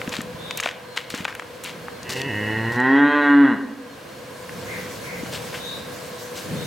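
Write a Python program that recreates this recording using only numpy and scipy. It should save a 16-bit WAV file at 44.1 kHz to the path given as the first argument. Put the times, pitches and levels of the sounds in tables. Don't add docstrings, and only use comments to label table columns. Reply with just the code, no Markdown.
import sys
import numpy as np
from scipy import signal
from scipy.fft import rfft, irfft, next_fast_len
from scipy.io import wavfile
from scipy.ndimage import uniform_filter1d, minimum_filter1d

SR = 44100
rng = np.random.default_rng(int(sys.argv[2]) if len(sys.argv) > 2 else 0)


def to_wav(s):
    ch = np.atleast_2d(s).T
    pcm = np.round(np.clip(ch, -1, 1) * 32767)
    wavfile.write(sys.argv[1], SR, pcm.astype(np.int16))


N = 293706

# (time [s], pitch [Hz])
MOO_PITCH = [(2.04, 119.4), (2.28, 140.4), (2.315, 102.4), (2.436, 105.5), (2.59, 111.8), (2.682, 115.1),
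             (2.755, 120.6), (2.92, 135.8), (3.006, 143.4), (3.15, 147.3), (3.266, 143.8), (3.416, 141.1),
             (3.45, 136.6), (3.498, 125.1), (3.56, 100.9)]
# (time [s], strength [dB], mouth opening [0-1], roughness [0-1])
MOO_EFFORT = [(2.04, -35.5, 0.03, 0.55), (2.17, -28, 0, 0.66), (2.38, -24.5, 0.12, 0.29),
              (2.6, -22, 0.28, 0.24), (2.755, -25, 0.43, 0.43), (2.795, -12, 0.64, 0.09),
              (2.92, -9.5, 0.5, 0.03), (3.06, -10, 1, 0.11), (3.25, -10.5, 0.97, 0.13),
              (3.46, -12.5, 0.89, 0.14), (3.55, -17.5, 0.9, 0.34)]
# (time [s], fundamental [dB], second harmonic [dB])
MOO_BOOM = [(2.04, -38.5, -41), (2.33, -26.5, -30.5), (2.54, -27, -26.5), (2.69, -20, -28),
            (2.75, -21, -33.5), (2.79, -26, -13.5), (2.86, -23.5, -11), (2.93, -33, -2.5),
            (2.98, -27, -4.5), (3.03, -24, -6), (3.08, -25.5, -5.5), (3.11, -41, -15.5), (3.17, -38.5, -7),
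            (3.25, -37, -10), (3.32, -35, -3), (3.445, -24, 0), (3.48, -25.5, -8.5), (3.56, -39, -14)]
# (frequency [Hz], gain [dB])
TRACT_SHUT = [(330, 10.5), (450, 4), (560, -6.5), (780, -6), (950, -3.5), (1300, -29), (1650, -2.5),
              (1970, 6), (2130, -6), (2450, -24.5), (2640, 3), (2930, -0.5), (3100, -49), (3900, -52),
              (4330, -44), (4800, -59), (6000, -63)]
TRACT_HALF = [(400, 3.5), (620, -13), (750, -6), (870, 3.5), (970, -7), (1080, 2.5), (1200, -19),
              (1350, -8), (1510, -1.5), (1670, -6), (1820, 0), (1930, 6), (2130, -19), (2420, -30),
              (2700, -15), (3000, -32), (3400, -36), (4700, -38), (6500, -46.5)]
TRACT_OPEN = [(430, -9), (720, -15.5), (870, -10.5), (1150, -6), (1320, -9.5), (1460, 4), (1595, 9),
              (1740, -2.5), (1880, 2.5), (2030, -0.5), (2180, -15), (2330, -17.5), (2860, -14), (3100, -23),
              (3950, -27), (5100, -58), (6300, -40), (8000, -52)]
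# (centre [Hz], width [Hz], gain [dB])
HEAD_RESONANCES = [(3310, 61, 14.6), (3600, 120, 6.6), (4290, 63, 21)]
# (time [s], level [dB], pitch [Hz])
STONE_SNAPS = [(0.016, -15, 1730), (.076, -18, 2010), (.093, -19.5, 6800), (0.13, -24, 4500),
               (0.139, -17, 2400), (0.167, -10.5, 3470), (.207, -14, 1750), (0.216, -20, 9000),
               (.509, -14, 3140), (0.574, -13, 11900), (.576, -16.5, 14000), (0.6, -8.5, 2800),
               (0.603, -20, 3000), (.604, -8.5, 7250), (.611, -18, 8000), (.628, -14, 2200),
               (0.635, -9.5, 2800), (.643, -12.5, 2150), (.659, -7.5, 1980), (.661, -5, 1030),
               (0.674, -7, 2370), (.689, -10, 2710), (.712, -18, 2500), (.964, -25, 6500), (.973, -7, 2740),
               (.976, -3.5, 2670), (1.102, -16.5, 10000), (1.104, -14.5, 3200), (1.141, -13, 1440),
               (1.148, -16.5, 6500), (1.177, -20.5, 6000), (1.246, -16, 4200), (1.252, 0.5, 2510),
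               (1.254, -1.5, 1630), (1.28, -11.5, 1740), (1.326, -17, 1700), (1.351, -15.5, 2320),
               (1.351, -18.5, 11000), (1.396, -12, 1940), (1.422, -17, 1400), (1.638, -15, 10900),
               (1.644, -13, 10000), (1.65, -16, 2620), (1.883, -15, 1270), (2.031, -22, 6000),
               (2.106, -21, 5040), (2.216, -10.5, 4040), (2.802, -19.5, 5500), (4.494, -20, 2022),
               (5.262, -25, 1500), (5.354, -24, 3970)]
# (time [s], level [dB], pitch [Hz])
HEEL_THUDS = [(.078, -18.5, 229), (.189, -16, 234), (.347, -24, 156), (1.14, -17.5, 268),
              (1.204, -19.5, 190), (5.233, -21.5, 245)]
# (time [s], nominal length [s], level [dB], pitch [Hz], grittiness [dB], attack [s])
SOLE_SCRAPES = [(0.116, 0.1, -33, 2920, 5, 0.0064), (0.572, 0.022, -31, 3800, 9, 0.0026),
                (0.623, 0.09, -31.5, 2490, 2.5, 0.014), (0.956, 0.078, -33.5, 2540, 8, .01),
                (1.102, 0.031, -31.5, 4370, 5, .004), (1.132, 0.093, -31.5, 2630, 4, .015),
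                (1.274, 0.047, -32.5, 1740, 6, 0.0056), (1.634, 0.09, -32, 2870, 5, 0.0075),
                (2.09, 0.057, -27.5, 4960, 4.5, 0.0046), (2.153, 0.064, -34, 4400, 3, 0.0065),
                (2.715, 0.053, -40, 4550, 8.5, .008), (5.313, 0.067, -30, 4100, 3, 0.029),
                (5.522, 0.066, -35, 2600, 3, 0.023), (6.349, 0.07, -34, 4500, -4, 0.026)]
# (frequency [Hz], gain [dB])
STONE_EQ = [(1500, 2), (3100, 1.5), (5000, -4.5), (6400, 1), (8000, 0), (9500, -4.5), (16000, -6)]
SOLE_EQ = [(100, -35), (400, 4), (900, 9), (2500, 3), (3700, 0.5), (5200, -2.5), (6500, -3), (7900, -2.5),
           (9300, -6.5), (16000, -7.5)]
# (time [s], fade time [s], level [dB])
SHUFFLES = [(0.145, 0.36, -37.5), (1.62, 0.97, -42), (4.468, 1, -38), (5.154, 0.31, -41.5),
            (5.706, 0.11, -39), (6.44, 0.53, -28.5)]
# (frequency [Hz], gain [dB])
SHUFFLE_EQ = [(30, -27), (70, 3), (180, 16), (260, 5), (380, 0), (520, 1.5), (750, -26), (2000, -49)]
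RUSTLE_EQ = [(300, -37), (2000, -1.5), (6000, 2), (13000, -5.5), (16000, -7)]
AIR_EQ = [(15, -54), (25, -17), (102, -0.5), (269, -3), (392, -6.5), (486, -0.5), (791, -9.5), (981, -18.5),
          (1250, -12.5), (2150, -13.5), (2590, -16), (2810, -15.5), (6660, -24.5), (12400, -29.5),
          (15800, -31.5)]
# (time [s], length [s], start pitch [Hz], end pitch [Hz], level [dB], flutter depth [Hz])
BIRD_CALLS = [(0.361, 0.25, 3400, 3770, -42, 124), (.83, 0.2, 4210, 4200, -52, 15),
              (1.87, 0.21, 4180, 4230, -54, 25), (4.648, 0.19, 2043, 2103, -38, 170),
              (5.001, 0.229, 2056, 2176, -41, 177), (5.571, 0.24, 3570, 3820, -39, 124),
              (6.519, 0.23, 3360, 3940, -45.5, 110)]
# (centre [Hz], width [Hz], level [dB])
MACHINE_TONES = [(494, 19.5, -43.5), (1017, 143, -48.5), (1596, 130, -51.5), (2240, 20, -67.5),
                 (4260, 19, -62)]
# (delay [s], level [dB])
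NEAR_ECHOES = [(0.035, -28.5), (.071, -22.5), (.125, -31)]
FAR_ECHOES = [(.18, -18.5), (.36, -28.5)]
# (frequency [Hz], time to fall 60 dB [s])
YARD_T60 = [(120, 0.84), (300, 0.86), (1500, 0.53), (4000, 0.51), (12000, 0.023)]
# (frequency [Hz], side gain [dB])
STEREO_WIDTH = [(60, -4), (250, -1.5), (600, 2.5), (2000, 2.5), (4200, 3.5), (6500, 3), (9000, -15.5),
                (16000, -11.5)]

MOO_START_S, MOO_END_S, MOO_FADE_S = 2.02, 3.575, 0.05
HUM_HZ = 108
THROAT_DB, THROAT_DB_PER_HZ = -3, 0.0334
TOP_HZ = 16000


def cow(jitter=0.015, lurch=0.72, split_hz=1300):
    pitch, = curves(MOO_PITCH)
    first_db, second_db = curves(MOO_BOOM)
    strength_db, *shares = curves(MOO_EFFORT)
    opening, rough = np.clip(shares, 0, 1)
    phase = 2 * np.pi * np.cumsum(pitch * (1 + jitter * rough * wobble(90))) / SR
    voice = stall(vocal_tract(vocal_folds(phase, pitch, rough), opening, pitch))
    voice = filtered(voice, lambda f: 1 - 1 / (1 + (f / 260) ** 6))
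    throat = filtered(voice, lambda f: 1 / (1 + (f / split_hz) ** 20))
    throat_db = strength_db + THROAT_DB + THROAT_DB_PER_HZ * (pitch - HUM_HZ)
    upper = amp(throat_db) * steady(throat) + amp(strength_db) * steady(voice - throat)
    lower = np.sqrt(2) * (amp(first_db) * np.sin(phase) + amp(second_db) * np.sin(2 * phase))
    lower *= 1 + lurch * rough * wobble(70)
    t = np.arange(N) / SR
    sounding = np.clip(np.minimum(t - MOO_START_S, MOO_END_S - t) / MOO_FADE_S, 0, 1)
    return -sounding * (upper + lower)


def vocal_folds(phase, pitch, rough, shimmer=0.21, top_hz=7000, uneven_hz=2190):
    harmonics = int(top_hz / pitch.max())
    pulses = np.sin((harmonics + .5) * phase) / (2 * np.sin(phase / 2)) - .5
    pulses = pulses - np.cos(phase) - np.cos(2 * phase)
    hiss = unit(rng.standard_normal(N) * (1 + np.cos(phase)) ** 2)
    buzz = unit(pulses) * (1 + shimmer * rough * wobble(130)) + rough * hiss
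    overtones = filtered(buzz, lambda f: 1 - 1 / (1 + (f / uneven_hz) ** 12))
    return buzz - overtones + patchy(overtones, depth_db=4, size=2048)


def vocal_tract(buzz, opening, pitch, follow=.15, wander=0.0098):
    mouth = sum(np.maximum(0, 1 - np.abs(2 * opening - k)) * resonate(buzz, shape)
                for k, shape in enumerate([TRACT_SHUT, TRACT_HALF, TRACT_OPEN]))
    bend = (pitch / pitch.max()) ** follow
    head = sum(amp(db) * glide(mouth, hz * bend * (1 + wander * wobble(8)), width)
               for hz, width, db in HEAD_RESONANCES)
    return mouth + head


def stones(t60=0.015, bandwidth=0.67, dull_ratio=.32, top_ratio=4.7):
    out = np.zeros(N)
    t = np.arange(SR // 40) / SR
    for s, db, hz in STONE_SNAPS + crumbs():
        crack = .5 * rng.standard_normal(len(t)) * amp(-60 * t / t60)
        crack[0] += 2
        snap = band(crack, hz, bandwidth * hz)
        dull_hz, top_hz = dull_ratio * hz, top_ratio * hz
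        snap = filtered(snap, lambda f: amp(along(STONE_EQ, f)) * f / (f + hz / 2)
                        / (1 + 1j * f / dull_hz))
        snap = filtered(snap, lambda f: 1 / np.sqrt(1 + (f / top_hz) ** 4))
        add(out, s, amp(db) * snap / np.abs(snap).max())
    return out


def crumbs(count=3, lift_db=0.5, hz=3000, scatter_octaves=0.41):
    return [(s + length * rng.random(), db + grain_db + lift_db,
             min(hz * 2 ** (scatter_octaves * rng.normal()), TOP_HZ))
            for s, length, db, _, grain_db, _ in SOLE_SCRAPES for _ in range(count)]


def heels(t60=0.021, attack_s=0.0022):
    out = np.zeros(N)
    t = np.arange(SR // 4) / SR
    for s, db, hz in HEEL_THUDS:
        thud = np.sin(2 * np.pi * hz * t) * amp(-60 * t / t60) * (1 - np.exp(-t / attack_s))
        add(out, s, amp(db) * thud / np.abs(thud).max())
    return out


def soles(bandwidth=0.81, dust_db=-14):
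    out = np.zeros(N)
    t = np.arange(SR // 4) / SR
    for s, length, db, hz, grain_db, attack in SOLE_SCRAPES:
        grains = rng.standard_normal(len(t)) * amp(grain_db * np.tanh(wobble(603)[:len(t)] - .5))
        grit = unit(band(grains, hz, bandwidth * hz))
        dust = amp(dust_db) * unit(band(grains, 2 * hz, 2 * hz))
        stroke = np.interp(t / length, [0, .6, 1.3], [1.2, .75, 0]) * np.clip(t / attack, 0, 1)
        add(out, s, amp(db) * stroke * (grit + dust))
    return resonate(out, SOLE_EQ)


def shuffling(attack_s=0.06, fade_db=8.5):
    t = np.arange(N) / SR
    moves = sum(np.clip((t - s) / attack_s, 0, 1) * amp(db - fade_db * np.abs(t - s) / fade_s)
                for s, fade_s, db in SHUFFLES)
    return spread(moves * noise_pair(SHUFFLE_EQ), side_db=-8.5)


def rustle(start_s=3.99, rise_s=0.83, level_db=-44.5, flutter_db=1.5):
    fade_in = np.clip((np.arange(N) / SR - start_s) / rise_s, 0, 1)
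    level = fade_in * amp(level_db + flutter_db * wobble(17))
    return spread(level * patchy(noise_pair(RUSTLE_EQ), depth_db=2.5), side_db=-8.5)


def birds():
    out = np.zeros(N)
    for s, length, start_hz, end_hz, db, flutter_hz in BIRD_CALLS:
        progress = np.linspace(0, 1, int(length * SR))
        sweep = start_hz + (end_hz - start_hz) * np.sqrt(progress)
        pitch = sweep + flutter_hz * wobble(700)[:len(progress)]
        whistle = np.sqrt(2) * np.sin(2 * np.pi * np.cumsum(pitch) / SR)
        add(out, s, amp(db) * np.sin(np.pi * progress) * whistle)
    return out


def machine(gain_db=2.0):
    drone = np.zeros((2, N))
    for hz, width, db in MACHINE_TONES:
        tone = band(rng.standard_normal((2, N)), hz, 1.6 * width)
        drone += amp(db) * unit(band(tone, hz, 1.6 * width))
    return amp(gain_db) * spread(drone, side_db=-7.0)


def air(level_db=-37, drift_db=0.96):
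    level = amp(level_db + drift_db * wobble(3.0))
    hiss = filtered(rng.standard_normal((2, N)), lambda f: amp(along(AIR_EQ, f)) * f / (f + 30))
    return spread(level * unit(hiss), side_db=-9.5)


def stall(x, scatter_db=1, scatter_hz=1700, t60=0.093):
    t = np.arange(SR // 10) / SR
    spray = rng.standard_normal(len(t)) * amp(-60 * t / t60)
    smeared = signal.oaconvolve(x, spray / np.linalg.norm(spray))[:N]
    return x + amp(scatter_db) * filtered(smeared, lambda f: f * f / (f * f + scatter_hz ** 2))


def echoes(x, thin_hz=550, dark_hz=1200):
    near = filtered(delays(x, NEAR_ECHOES), lambda f: 1 - 1 / (1 + (f / thin_hz) ** 4))
    return near + filtered(delays(x, FAR_ECHOES), lambda f: 1 / (1 + 1j * f / dark_hz))


def yard(x, build_s=0.016):
    hz, t, noise = signal.stft(rng.standard_normal((2, SR)), SR, nperseg=256)
    decay = amp(-60 * t / along(YARD_T60, hz)[:, None])
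    tail = signal.istft(noise * decay * (1 - np.exp(-t / build_s)), SR, nperseg=256)[1]
    tail = spread(tail / np.linalg.norm(tail[0]), side_db=-16.0)
    return signal.fftconvolve(x[None], tail, axes=1)[:, :N]


def stereo_width(x):
    mid, side = (x[0] + x[1]) / 2, (x[0] - x[1]) / 2
    return spread([mid, filtered(side, lambda f: amp(along(STEREO_WIDTH, f)))], side_db=0)


def gain_control(x, threshold_db=-15, ratio=1.81, release_db_per_s=7, attack_s=0.0025):
    over_db = np.maximum(20 * np.log10(np.abs(x).max(axis=0) + 1e-9) - threshold_db, 0)
    recovery_db = release_db_per_s * np.arange(N) / SR
    cut_db = np.maximum.accumulate(over_db * (1 - 1 / ratio) + recovery_db) - recovery_db
    width = int(attack_s * SR)
    return x * amp(uniform_filter1d(minimum_filter1d(-cut_db, width), width))


def amp(db):
    return 10 ** (np.asarray(db) / 20)


def unit(x):
    return x / np.sqrt(np.mean(x ** 2) + 1e-20)


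def steady(x, window_s=0.047):
    return x / np.sqrt(np.abs(uniform_filter1d(x * x, int(window_s * SR))) + 1e-12)


def along(points, hz):
    f, v = np.transpose(points)
    return np.interp(np.log(hz + 1), np.log(f + 1), v)


def curves(rows):
    s, *cols = np.transpose(rows)
    return [np.interp(np.arange(N) / SR, s, c) for c in cols]


def wobble(rate):
    return signal.resample(rng.standard_normal(int(N * rate / SR) + 4), next_fast_len(N))[:N]


def noise_pair(eq):
    return unit(filtered(rng.standard_normal((2, N)), lambda f: amp(along(eq, f))))


def patchy(x, depth_db, size=256):
    spectrum = signal.stft(x, nperseg=size)[2]
    field = uniform_filter1d(rng.standard_normal(spectrum.shape[-2:]), size=6, axis=0)
    field = unit(uniform_filter1d(field, size=16, axis=1))
    mottled = signal.istft(spectrum * amp(depth_db * field), nperseg=size)[1]
    return np.std(x) * unit(mottled[..., :N])


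def filtered(x, response):
    n = x.shape[-1]
    m = next_fast_len(n + min(n, SR // 4))
    return irfft(rfft(x, m) * response(np.fft.rfftfreq(m, 1 / SR)), m)[..., :n]


def resonate(x, eq, size=4096):
    cepstrum = irfft(np.log(amp(along(eq, np.fft.rfftfreq(size, 1 / SR)))))
    cepstrum[1:size // 2] *= 2
    cepstrum[size // 2 + 1:] = 0
    return signal.oaconvolve(x, irfft(np.exp(rfft(cepstrum))))[:N]


def band(x, hz, width_hz):
    return filtered(x, lambda f: 1j * f * width_hz / (hz * hz - f * f + 1j * f * width_hz))


def glide(x, hz, width_hz):
    turn = np.exp(2j * np.pi * np.cumsum(hz) / SR)
    keep = np.exp(-np.pi * width_hz / SR)
    return 2 * (turn * signal.lfilter([1 - keep], [1, -keep], x / turn)).real


def delays(x, taps):
    out = np.zeros(N)
    for delay, db in taps:
        add(out, delay, amp(db) * x)
    return out


def spread(pair, side_db):
    side = amp(side_db) * pair[1]
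    return np.array([pair[0] + side, pair[0] - side])


def add(track, s, sound):
    part = track[..., max(0, round(s * SR)):][..., :sound.shape[-1]]
    part += sound[..., :part.shape[-1]]


def scene():
    moo = cow()
    boots = stones() + heels() + soles()
    send = filtered(moo, lambda f: f / np.hypot(f, 300) / (1 + 1j * f / 3200))
    far = amp(-4.5) * (moo + echoes(moo)) * amp([[-.4], [.4]]) + amp(-15.5) * yard(send)
    near = boots * amp([[1], [-1]]) + amp(-17) * yard(boots)
    calls = np.array([birds(), birds()]) * amp([[2], [-1]])
    calls += amp(-5) * yard(birds())
    return far + near + calls + air() + machine() + shuffling() + rustle()


def record(dry, low_cut_hz=40):
    ducked = gain_control(stereo_width(dry))
    return filtered(ducked, lambda hz: hz ** 2 / (hz ** 2 + low_cut_hz ** 2) * (hz < TOP_HZ))


dry = scene()
out = record(dry)
to_wav(out)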